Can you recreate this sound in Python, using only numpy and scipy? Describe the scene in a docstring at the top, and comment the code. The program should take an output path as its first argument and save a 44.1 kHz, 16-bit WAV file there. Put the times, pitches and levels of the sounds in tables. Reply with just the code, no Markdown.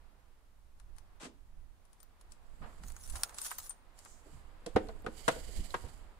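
"""Outdoors by a parked car: a distant murmur and buffeting air, both shaped noise, lie under everything.
Keys touch, scraping noise with ringing blade modes; the lock motor whirrs briefly, noise with a boom.
The keys then jangle in the hand, shoes shift on gravel, cloth swishes in noise swells, and the key snaps.
At last the handle is pulled, the latch lets go and the door swings over the notches of its stay:
each blow excites modes of skin and latch case, clattering noise and, now and then, a low push of air."""
import sys
import numpy as np
from scipy import signal
from scipy.fft import rfft, irfft, next_fast_len
from scipy.io import wavfile
from scipy.ndimage import uniform_filter1d, map_coordinates

SR = 44100
rng = np.random.default_rng(int(sys.argv[2]) if len(sys.argv) > 2 else 0)


def waveform_to_disk(signal):
    """Save audio, clipped to [-1, 1], as 16-bit WAV at the path in sys.argv[1]."""
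    frames = np.transpose(np.atleast_2d(signal))
    scaled = np.clip(frames, -1, 1) * 32767
    samples = np.round(scaled).astype(np.int16)
    wavfile.write(sys.argv[1], SR, samples)


N = 272979  # length in samples

# Spectra are relative: noise() rescales them to rms 1. Positive left_right_db means louder on the left.
# Coherence of the two channels: frequency_hz, likeness (1 = identical)
COHERENCE = [(100, 0.46), (300, 0.95), (600, 0.52), (1500, 0.083), (4000, 0.065), (12000, 0.051)]
TOP_HZ = 15650  # upper band limit

# Outdoor murmur, level before MURMUR_DB is added: time_s, level_db
MURMUR_LEVEL = [
    [(0.0, -75.5), (0.65, -82), (1.13, -76), (1.42, -81.5), (2.11, -77), (2.9, -71)],
    [(3.8, -74.5), (4.64, -70.5), (4.82, -70.5), (5.85, -70.5), (6.02, -69.5), (6.19, -72.5)],
]
# Murmur spectrum: frequency_hz, level_db
MURMUR_SPECTRUM = [(59, -45), (100, -7), (407, -10), (880, -7.5), (1240, -10), (4000, -24), (5200, -28),
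                   (8800, -120)]
# Microphone hiss spectrum: frequency_hz, level_db
HISS_SPECTRUM = [(1000, -7), (4000, 0), (10000, 0), (15500, -6)]
MURMUR_DB, HISS_DB = 6.5, -79  # offset of the murmur; level of the hiss
# Puffs of air on the microphone: peak_s, level_db, fall_s (e-fold)
AIR_PUFFS = [(.92, -51, 0.14), (1.55, -53.5, 0.13), (2.61, -46.5, 0.079), (2.82, -46.5, 0.15),
             (3.135, -38.5, 0.044), (4.42, -50, 0.088), (4.95, -47.5, 0.2), (5.47, -43, 0.11),
             (5.6, -32.5, 0.029), (5.86, -45, 0.12)]
# Buffeting spectrum: frequency_hz, level_db
BUFFET_SPECTRUM = [(7.1, -44), (12, 10.5), (22, 4.5), (41, -1), (65, -4.5), (92, -13), (128, -24),
                   (390, -35), (660, -120)]
PUFF_RISE, BREEZE_DB = 0.93, -58  # rise time over fall time; steady breeze between the puffs

# Decay of the yard's scattered answer: frequency_hz, t60_s
YARD_DECAY = [(150, 0.91), (450, 0.46), (1200, 0.3), (3000, 0.44), (10000, 0.24)]
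KEYS_YARD_DB, CAR_YARD_DB = -18, -17.5  # send levels to the yard

# Shoes on gravel: start_s, grit_db, tread_db, tread_hz, decay_s (e-fold)
FOOTFALLS = [(2.603, -77, -39.5, 112, 0.016), (2.616, -48.5, -53.5, 218, 0.064),
             (2.798, -83, -53.5, 168, 0.017), (2.83, -70, -49, 128, 0.028), (3.13, -55, -75, 149, 0.25),
             (4.256, -81, -53.5, 448, 0.026), (4.324, -72, -50, 117, 0.035),
             (5.585, -81, -42.5, 149, 0.027), (5.842, -56, -46.5, 153, 0.029)]
# Shifting grit spectrum: frequency_hz, level_db
GRIT_SPECTRUM = [(240, -27), (400, -14), (697, -5.5), (1250, -6.5), (2000, -16), (5000, -32), (13200, -110)]
# Thud of the sole: octaves from tread_hz, level_db
TREAD_SPECTRUM = [(-2.5, -16), (0, 1.5), (1.5, -21), (4, -100)]
STEP_ATTACK_S = 0.0064  # e-fold rise

# Strokes of the arm: peak_s, rubbing_db, fall_s (e-fold)
ARM_STROKES = [(2.78, -67.5, 0.18), (4.002, -59, 0.015), (4.1, -65, 0.041), (4.32, -65, 0.08),
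               (4.82, -67, 0.11), (5.19, -57.5, 0.034), (5.31, -50, 0.077), (5.6, -52, 0.13),
               (5.85, -60.5, 0.1)]
# Rubbing cloth spectrum: frequency_hz, level_db
CLOTH_SPECTRUM = [(710, 0.5), (1200, -17), (1750, -6), (2010, 1), (2620, -8.5), (3010, 2.5), (3500, -5.5),
                  (4240, -2), (4720, 1.5), (5730, -9.5), (6940, -1.5), (7980, 0.5), (8880, -6.5),
                  (10100, -5.5), (15500, -19.5)]
# Direction of the cloth: frequency_hz, left_right_db
CLOTH_BALANCE = [(1300, -6), (4400, -19), (8000, -15.5)]
STROKE_RISE = 0.99  # rise time over fall time
PRESS, BODY_HZ = 0.33, 5500  # exponent of low-band growth with force; upper edge of that band
# Quick, high swish of cloth: peak_s, level_db, fall_s (e-fold)
QUICK_SWISH = [(4.102, -61.5, 0.052)]
# Quick swish spectrum: frequency_hz, level_db
WHISK_SPECTRUM = [(2500, -23), (5500, -3), (7500, 6), (9200, -5), (15000, -20)]

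# Lock motor: one stroke, with separate envelopes for the gear rattle and the door's boom
LOCK_S, LOCK_RUN_S = 1.198, 0.063  # start and length
GEAR_DB, GEAR_ATTACK_S, GEAR_T60_S = -49.5, 0.0085, 0.11
BOOM_DB, BOOM_ATTACK_S, BOOM_T60_S, BOOM_LAG_S = -49, 0.037, 0.19, 0.0071
# Gear rattle spectrum: frequency_hz, level_db
GEAR_SPECTRUM = [(260, -37), (450, -18), (786, -11.5), (1810, -19), (3170, -19.5), (4850, -23.5),
                 (8300, -22), (15000, -51)]

# Swings of the bunch in the hand: peak_s, jostling_db, fall_s (e-fold)
BUNCH_SWINGS = [(2.88, -59, 0.021), (3.05, -55.5, 0.038), (3.16, -53.5, 0.075), (3.405, -50.5, 0.026),
                (3.458, -42.5, 0.022), (3.522, -50, 0.027), (3.598, -46, 0.0076), (3.65, -51.5, 0.028)]
SWING_RISE = 1  # rise time over fall time
# Key contacts: start_s, level_db, free_blade_hz, fob_knock_db, left_right_db, ring_db, scrape_t60_s
# (fob_knock_db and ring_db are relative to level_db)
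KEY_CONTACTS = [(0.799, -54.5, 5600, -7.5, 8, -38, 0.0091), (0.965, -60, 8790, -4, 9, -23, 0.0059),
                (0.9835, -49.5, 5460, -9, 9, -20, 0.0091), (1.852, -62, 10220, -20, 10, -19, 0.014),
                (1.9308, -55.5, 9300, -34, 7, -17, 0.0056), (2.0025, -54.5, 8790, -19, 12, -11, 0.011),
                (2.0298, -54, 13650, -27, 10, -10, 0.0084), (2.2115, -54, 9800, -22, 0, -20, .012),
                (2.3205, -47, 8000, -33, 5, -19, 0.011), (2.836, -45.5, 7940, -7, 0, -25, 0.0072),
                (2.883, -51.5, 7090, -9, -1.5, -6.5, 0.0052), (2.902, -50, 10220, -6, -2, -19, 0.0097),
                (2.92, -51, 7240, -20, 3, -9, 0.0073), (2.965, -54.5, 6680, 2, 5, -0.5, 0.0089),
                (3.037, -52, 5600, -25, 3, -5, .009), (3.0757, -55, 10220, -18, -2, -4, .012),
                (3.0987, -46.5, 10220, -14, -2.5, -2, 0.031), (3.1553, -40.5, 8790, -4, -4, -10, 0.072),
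                (3.2092, -56, 14800, -22, -3, -6, 0.041), (3.2939, -44.5, 8500, -5.5, -2, -21, .008),
                (3.3438, -47.5, 10220, -19, -7, -7, 0.025), (3.384, -36, 7800, -33, -1.5, -12, 0.027),
                (3.416, -37, 8790, -27, -1, -5.5, 0.0065), (3.447, -41, 9900, -15, -3, -10, 0.057),
                (3.463, -36, 10220, -13, -2, -16, 0.022), (3.508, -37, 8790, -21, 6, -15, 0.0067),
                (3.5145, -45.5, 13900, 10, -3, -8, .012), (3.5839, -41, 14190, -9, 1, -4, 0.033),
                (3.6688, -51.5, 10220, -16, -5, -4, .015), (3.695, -52, 8790, -26, 2, 9.5, .012),
                (3.7065, -51, 6680, -9, -9, -12, 0.036), (3.9896, -47, 8050, -30, 14, -21, 0.0078),
                (4.05, -49.5, 9300, -16, 5, -15, .007), (4.0577, -62, 7600, 14, -6, -25, 0.01)]
# Modes of freely hanging blades, before the hand's damping: frequency_hz, level_db, t60_s
BLADE_MODES = [(5630, -9.5, 0.33), (6650, 1.5, 0.11), (7070, -3.5, 0.044), (7700, 4, 0.067),
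               (8760, 1, 0.27), (10140, 2, 0.24), (13500, -4.5, 0.14), (14190, -5.5, 0.13), (15400, -2, .1)]
# Direction of each blade: frequency_hz, left_right_db
BLADE_BALANCE = [(6700, -13), (8800, 8), (10200, 13), (14000, 2)]
# Bare metal contact spectrum: frequency_hz, level_db
CLINK_SPECTRUM = [(150, -66), (410, -35.5), (700, -6.5), (1240, 0.5), (2200, -9), (4290, -2.5), (8120, -3),
                  (10300, -1.5), (12300, -12.5), (14400, -22), (15800, -14)]
SLIDE_S, SLIDE_DB = 0.015, -19  # e-fold growth of the slide before a strike; level relative to the contact
# Folding key snapping into its fob: start_s, level_db
KEY_SNAPS = [(3.234, -17.5)]
# Fob shell modes: frequency_hz, level_db, t60_s
FOB_MODES = [(1380, -22, 0.045), (2640, -26, 0.025), (4520, -5, 0.014), (5510, -8.5, 0.012),
             (6500, -8, 0.008), (8660, 0, 0.0073), (10500, -6, 0.0045), (14600, -15, 0.02)]
# Direction of the snap: frequency_hz, left_right_db
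SNAP_BALANCE = [(5500, -5.5), (8700, 10), (13000, -6)]

# Ticks and chirps of handle spring and hinge: start_s, level_db, pitch_hz, t60_s
SPRING_TICKS = [(4.8865, -50.5, 4200, 0.033), (5.022, -51, 11900, 0.0037), (5.705, -45, 4170, .028)]
# Tick spectrum: octaves from pitch_hz, level_db
TICK_SPECTRUM = [(-4, -50), (-1.2, -20), (-.25, -13), (0, 0), (.25, -13), (1.5, -26)]
# Blows of handle, latch and stay: start_s, panel_db, boom_hz, latch_db, clack_hz, crack_db, clatter_s
DOOR_BLOWS = [(4.661, -49, 397, -65, 1480, -49, 0.0045), (4.667, -42.5, 436, -67, 900, -74, 0.0045),
              (4.76, -23, 430, -29.5, 800, -50.5, 0.0032), (4.869, -61, 600, -69, 790, -69, 0.0032),
              (4.888, -48.5, 680, -54, 760, -80, 0.006), (5.043, -48.5, 520, -73, 750, -73, 0.0044),
              (5.063, -42, 403, -40.5, 1290, -56, 0.0007), (5.081, -44.5, 300, -67, 800, -86, 0.017),
              (5.2789, -27.5, 604, -27.5, 1480, -35, 0.0074), (5.358, -48, 565, -63, 750, -71, 0.025),
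              (5.487, -57, 440, -70, 745, -71, 0.012), (5.7408, -62, 556, -34, 1500, -53, 0.0035),
              (5.837, -55, 450, -63, 796, -71, 0.057)]
# Door skin and cavity modes: frequency_hz, level_db, t60_s
PANEL_MODES = [(217, 6.5, 0.038), (317, -14, 0.2), (442, 0.5, 0.042), (499, 9.5, 0.027), (514.7, -7.5, 0.1),
               (653, -6, 0.057)]
# Latch case modes: frequency_hz, level_db, t60_s
LATCH_MODES = [(744, -5, 0.049), (945, -13.5, 0.096), (1088, 1, 0.021), (1259, -13, 0.059),
               (1462, -1, 0.032), (1592, -12, 0.044), (1862, -9.5, 0.029), (2730, -13, 0.017)]
# Steel on steel spectrum: frequency_hz, level_db
CRACK_SPECTRUM = [(1180, -0.5), (2000, 1.5), (3150, 2), (3840, 4), (4140, 1), (5890, -4), (7550, -0.5),
                  (8960, -1.5), (9760, -3), (15500, -27)]
# Loose trim spectrum: octaves from boom_hz, level_db
TRIM_SPECTRUM = [(-3.5, -31), (0, -8), (0.36, -11), (1, -21), (5, -93)]
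# Rattling rods spectrum: frequency_hz, level_db
LINKAGE_SPECTRUM = [(250, -7.5), (600, -4), (950, -5.5), (1550, -8), (2200, -13.5), (3300, -20),
                    (6000, -31), (15000, -73)]
# Air shoved by the door's weight: start_s, level_db, pitch_hz
AIR_PUSHES = [(4.7532, -23, 80), (5.064, -38, 118), (5.593, -27.5, 52.6), (5.843, -34, 79)]
PANEL_LAG_S, PANEL_RISE_S = 0.00164, 0.0036  # delay of the skin after the steel; its e-fold rise


def amp(db):
    """Decibel law: level to amplitude ratio."""
    return 10 ** (np.asarray(db) / 20)


def unit(x):
    """Normalization to rms 1."""
    return x / np.sqrt(np.mean(x ** 2) + 1e-20)


def along(points, hz):
    """Interpolation of (frequency, value) points on a logarithmic frequency axis."""
    f, v = np.transpose(points)
    return np.interp(np.log(hz + 1), np.log(f + 1), v)


def pan(db):
    """Level difference between left and right at constant total power."""
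    return unit(amp([[db / 2], [-db / 2]]))


def wobble(rate):
    """Band-limited random modulation: a smooth curve through rate random knots a second."""
    knots = rng.standard_normal(int(N * rate / SR) + 4)
    return map_coordinates(knots, [np.arange(N) * rate / SR])


def filtered(x, response):
    """Linear filtering: the spectrum multiplied by a response of frequency."""
    n = x.shape[-1]
    m = next_fast_len(n + 4096)
    return irfft(rfft(x, m) * response(np.fft.rfftfreq(m, 1 / SR)), m)[..., :n]


def coherence_angle(hz):
    """Coherence as an angle: half the arccosine of the left-right likeness."""
    return np.arccos(np.clip(along(COHERENCE, hz), -1, 1)) / 2


def noise(spectrum, size=N):
    """Partial coherence: coloured stereo noise of rms 1 from independent mid and side parts."""
    def response(hz):
        angle = coherence_angle(hz)
        return amp(along(spectrum, hz)) * [np.cos(angle), np.sin(angle)]
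    mid, side = filtered(rng.standard_normal((2, size)), response)
    return unit(np.array([mid + side, mid - side]))


def fade(t60, size=SR // 3):
    """Exponential decay: 60 dB lost in t60 seconds."""
    return amp(-60 * np.arange(size) / SR / t60)


def ring(modes, scatter_db, detune, size=SR // 3):
    """Modal superposition: damped sinusoids with random strength, pitch and left-right phase."""
    hz, db, t60 = np.transpose(modes)[:, :, None]
    t = np.arange(size) / SR
    strength, skew, drift = rng.standard_normal((3, len(modes), 1))
    shift = skew * coherence_angle(hz)
    sign = (-1) ** np.arange(len(modes))[:, None]
    envelope = sign * amp(db + scatter_db * strength - 60 * t / t60)
    swing = envelope * np.exp(2j * np.pi * hz * (1 + detune * drift) * t)
    return np.array([(swing * np.exp(1j * side * shift)).sum(0).imag for side in (1, -1)])


def blow(x):
    """Normalization of a transient to rms 1 over its first 25 ms."""
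    return x / np.sqrt(np.mean(x[:, :SR // 40] ** 2) + 1e-20)


def add(track, s, x):
    """Superposition: mix x into the track at time s."""
    part = track[:, round(s * SR):][:, :x.shape[1]]
    part += x[:, :part.shape[1]]


def swells(rows, rise):
    """Power sum of movements that each build up, round off at their peak and die away."""
    s, db, length = np.transpose(rows)[:, :, None]
    u = (np.arange(N) / SR - s) / length
    skirt = np.exp(-np.minimum(np.maximum(u, -u / rise), 20))
    return np.linalg.norm(amp(db) * 2 * skirt / (1 + skirt ** 2), axis=0)


def drive(s, attack, hold, t60):
    """Driven response: an exponential approach from time s, held, then an exponential decay."""
    age = np.maximum(np.arange(N) / SR - s, 0)
    return (1 - np.exp(-age / attack)) * amp(-60 * np.maximum(age - hold, 0) / t60)


def outdoors():
    """Broadband ambience and turbulence: murmur, steady hiss, and lumps of air mostly on the right."""
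    air_db = np.interp(np.arange(N) / SR, *np.vstack(MURMUR_LEVEL).T)
    murmur = amp(MURMUR_DB + air_db + 0.43 * wobble(4.7)) * noise(MURMUR_SPECTRUM)
    flow = np.hypot(amp(BREEZE_DB), swells(AIR_PUFFS, PUFF_RISE))
    gusts = amp(1.84 * np.array([wobble(6.5), wobble(14)]))  # left and right fluctuate separately
    buffet = flow * unit(noise(BUFFET_SPECTRUM) * gusts)
    return murmur * pan(-1.9) + amp(HISS_DB) * noise(HISS_SPECTRUM) + buffet * pan(-9.0)


def yard(x):
    """Diffuse scattering: car body and ground return a short answer with frequency-dependent decay."""
    white = noise([(20, 0), (SR / 2, 0)], size=SR // 2)
    hz, t, z = signal.stft(white, SR, nperseg=256)
    decay = amp(-60 * t / along(YARD_DECAY, hz)[:, None])
    tail = signal.istft(z * decay, SR, nperseg=256)[1]
    late = np.pad(x, ((0, 0), (SR // 200, 0)))  # 5 ms of delay
    return signal.fftconvolve(late, tail / np.linalg.norm(tail[0]), axes=1)[:, :N]


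def steps():
    """Impact and granular friction: a shoe's soft tread under lumps of shifting gravel."""
    out = np.zeros((2, N))
    grit = unit(noise(GRIT_SPECTRUM) * amp(3 * wobble(130)))
    for s, grit_db, tread_db, tread_hz, length in FOOTFALLS:
        t = np.arange(N - round(s * SR)) / SR
        tread = noise([(tread_hz * 2. ** octave, db) for octave, db in TREAD_SPECTRUM], size=len(t))
        weight = (1 - np.exp(-t / STEP_ATTACK_S)) * np.exp(-t / length)
        add(out, s, weight * (amp(grit_db) * grit[:, -len(t):] + amp(tread_db) * tread))
    return out * pan(-2.7)


def sleeve():
    """Sliding friction: cloth rubs on the right, its low band growing with the force of the stroke."""
    rubbing = filtered(noise(CLOTH_SPECTRUM), lambda hz: amp([along(CLOTH_BALANCE, hz), 0 * hz]))
    rubbing = unit(rubbing)
    body = filtered(rubbing, lambda hz: 1 / (1 + (hz / BODY_HZ) ** 8))
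    weave = unit(amp(1.9 * wobble(56) + 0.64 * wobble(980)))  # folds and threads catch and slip
    force = swells(ARM_STROKES, STROKE_RISE)
    missing_body = body * (1 - (force / force.max()) ** PRESS)
    return force * weave * (rubbing - missing_body)


def quick_swish():
    """Sliding friction: one quick pass of cloth gives a brief swell of high noise."""
    return swells(QUICK_SWISH, STROKE_RISE) * noise(WHISK_SPECTRUM) * pan(-3)


def lock_motor():
    """Structure-borne excitation: plastic gears rattle and shove the lock rods, which boom in the door."""
    rattle = amp(GEAR_DB) * drive(LOCK_S, GEAR_ATTACK_S, LOCK_RUN_S, GEAR_T60_S)
    boom = amp(BOOM_DB) * drive(LOCK_S + BOOM_LAG_S, BOOM_ATTACK_S, LOCK_RUN_S, BOOM_T60_S)
    teeth = unit(noise(GEAR_SPECTRUM) * amp(1.3 * wobble(500)))
    door = noise([(80, -14), (190, 3.5), (340, 3.5), (550, -5.0), (1000, -14), (3000, -58)])
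    return rattle * teeth * pan(1.8) + boom * door * pan(-2.5)


def key_jostle(count=30):
    """Random impulse excitation: toothed edges touch many times, each a tiny ping damped by the hand."""
    out = np.zeros((2, N))
    size = SR // 10
    for _ in range(count):
        touches = (rng.random(N) < 170 / SR) * amp(2 * rng.standard_normal(N))  # about 170 a second
        engaged = np.maximum(wobble(30), 0) ** 2  # each pair of edges meets and parts, so pitches change
        blades = blow(ring(BLADE_MODES, scatter_db=6, detune=.06, size=size) * fade(.075, size=size))
        ping = noise(CLINK_SPECTRUM, size=size) * fade(0.016, size=size) + amp(-9) * blades
        out += signal.oaconvolve((touches * engaged)[None], ping, axes=1)[:, :N]
    # even out the random density before the swings shape it
    activity = np.sqrt(abs(uniform_filter1d(np.mean(out ** 2, axis=0), size=SR // 80)))
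    return swells(BUNCH_SWINGS, SWING_RISE) * unit(out / (activity + 0.11 * activity.mean()))


def key_contacts():
    """Selective damping: after slide, crack and fob knock one blade rings; fingers damp and detune others."""
    out = np.zeros((2, N))
    before = SR // 20  # samples of slide ahead of the strike
    fob_spectrum = [(150, -59.0), (400, -20), (1000, 3.0), (1700, 0.0), (3500, -17.5), (8000, -34.5)]
    for s, db, bright_hz, fob_db, pan_db, ring_db, scrape in KEY_CONTACTS:
        # 1 at the free blade's pitch, falling to 0 for the blades held by the fingers
        free = lambda hz: np.exp(-(np.log(hz / bright_hz) / 0.06) ** 2)
        edge = noise([(hz, level + 4 * free(hz)) for hz, level in CLINK_SPECTRUM], size=SR // 3)
        crack = edge * (1.49 * fade(scrape) * (1 - fade(0.52 * scrape)) + 0.18 * fade(0.11))
        modes = [(hz, level + 10 * free(hz), t60 * (0.09 + 0.21 * free(hz)))
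                 for hz, level, t60 in BLADE_MODES]
        held = 1 - free(np.array(BLADE_MODES)[:, :1])
        blades = blow(ring(modes, scatter_db=3, detune=.03 * held)) * pan(along(BLADE_BALANCE, bright_hz))
        fob = noise(fob_spectrum, size=SR // 3) * fade(0.046)
        metal = pan(pan_db) * (crack + amp(ring_db) * blades)
        add(out, s, amp(db) * (metal + amp(fob_db) * fob))
        slide = noise(CLINK_SPECTRUM, size=before) * np.exp(np.arange(-before, 0) / SR / SLIDE_S)
        add(out, s - 1 / 20, amp(db + SLIDE_DB) * pan(pan_db) * slide)
    return out


def key_snap():
    """Impulsive excitation: a sprung blade hits its stop, the stiff fob rings and the spring buzzes."""
    out = np.zeros((2, N))
    for s, db in KEY_SNAPS:
        shell = ring(FOB_MODES, scatter_db=1, detune=.01) * (1 - fade(.002))
        envelope = 0.8 * fade(0.006) * (1 - fade(.004)) + 0.13 * fade(0.062)  # strike, then buzz
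        add(out, s, amp(db) * (shell + noise(CLINK_SPECTRUM, size=SR // 3) * envelope))
    return filtered(out, lambda hz: amp(np.outer([1, -1], along(SNAP_BALANCE, hz)) / 2))


def ticks():
    """Stick-slip: small steel parts of the door slip and catch in decaying bands of noise."""
    out = np.zeros((2, N))
    for s, db, hz, t60 in SPRING_TICKS:
        spectrum = [(hz * 2. ** octave, level) for octave, level in TICK_SPECTRUM]
        add(out, s, amp(db) * noise(spectrum, size=SR // 3) * fade(t60))
    return out


def near(modes, centre, slope_db):
    """Selective excitation: modes lose slope_db per octave away from the centre of the blow."""
    return [(hz, db - slope_db * abs(np.log2(hz / centre)), t60) for hz, db, t60 in modes]


def door_blows(count=6):
    """Coupled impact: chattering steel cracks and excites the latch case and the boom of the door skin."""
    out, t = np.zeros((2, N)), np.arange(SR // 3) / SR
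    for s, panel_db, boom_hz, latch_db, clack_hz, crack_db, clatter in DOOR_BLOWS:
        when = (np.arange(count) + rng.random(count)) / count * abs(clatter)
        age = np.maximum(t - when[:, None], 0)
        force = amp(1.1 * rng.standard_normal((count, 1)))
        attack = 1 - np.exp(-age / .0008)
        # every contact of the clatter adds its own decaying energy
        chatter = lambda t60: np.linalg.norm(force * attack * amp(-60 * age / t60), axis=0)
        # trim and seals blur the modes of the skin
        skin = blow(ring(near(PANEL_MODES, boom_hz, 13), scatter_db=1.5, detune=.022))
        trim = noise([(boom_hz * 2. ** octave, db) for octave, db in TRIM_SPECTRUM], size=len(t))
        panel = skin + 0.4 * blow(trim * fade(0.085))
        panel = blow(panel * (1 - np.exp(-t / PANEL_RISE_S)))
        case = ring(near(LATCH_MODES, clack_hz, 7), scatter_db=2, detune=.008)
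        case = blow(case * (1 - np.exp(-t / .002)))
        rods = blow(noise(LINKAGE_SPECTRUM, size=len(t)) * chatter(0.075))
        clack = blow(0.94 * case + rods)
        crack = blow(noise(CRACK_SPECTRUM, size=len(t)) * (chatter(0.012) + 0.08 * chatter(0.18)))
        add(out, s + PANEL_LAG_S, amp(panel_db) * panel * pan(-3.5))
        add(out, s, amp(latch_db) * clack * pan(1.4) + amp(crack_db) * crack)
    return out


def air_pushes():
    """Volume displacement: the door's weight shoves the air in quickly damped low sinusoids."""
    out, t = np.zeros((2, N)), np.arange(SR // 3) / SR
    for s, db, hz in AIR_PUSHES:
        add(out, s, -amp(db) * np.sin(2 * np.pi * hz * t) * fade(0.063) * pan(-6.5))
    return out


def scene():
    """Superposition of ambience, person, keys and car, with the yard's answer to keys and car."""
    background = outdoors() + steps() + sleeve() + quick_swish()
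    keys = key_contacts() + key_jostle()
    car = lock_motor() + ticks() + door_blows() + air_pushes()
    answer = yard(amp(KEYS_YARD_DB) * keys + amp(CAR_YARD_DB) * car)
    return background + answer + keys + key_snap() + car


def record(dry):
    """Band limitation: an ideal low-pass removes everything from TOP_HZ upward."""
    return filtered(dry, lambda hz: hz < TOP_HZ)


dry = scene()
out = record(dry)
waveform_to_disk(out)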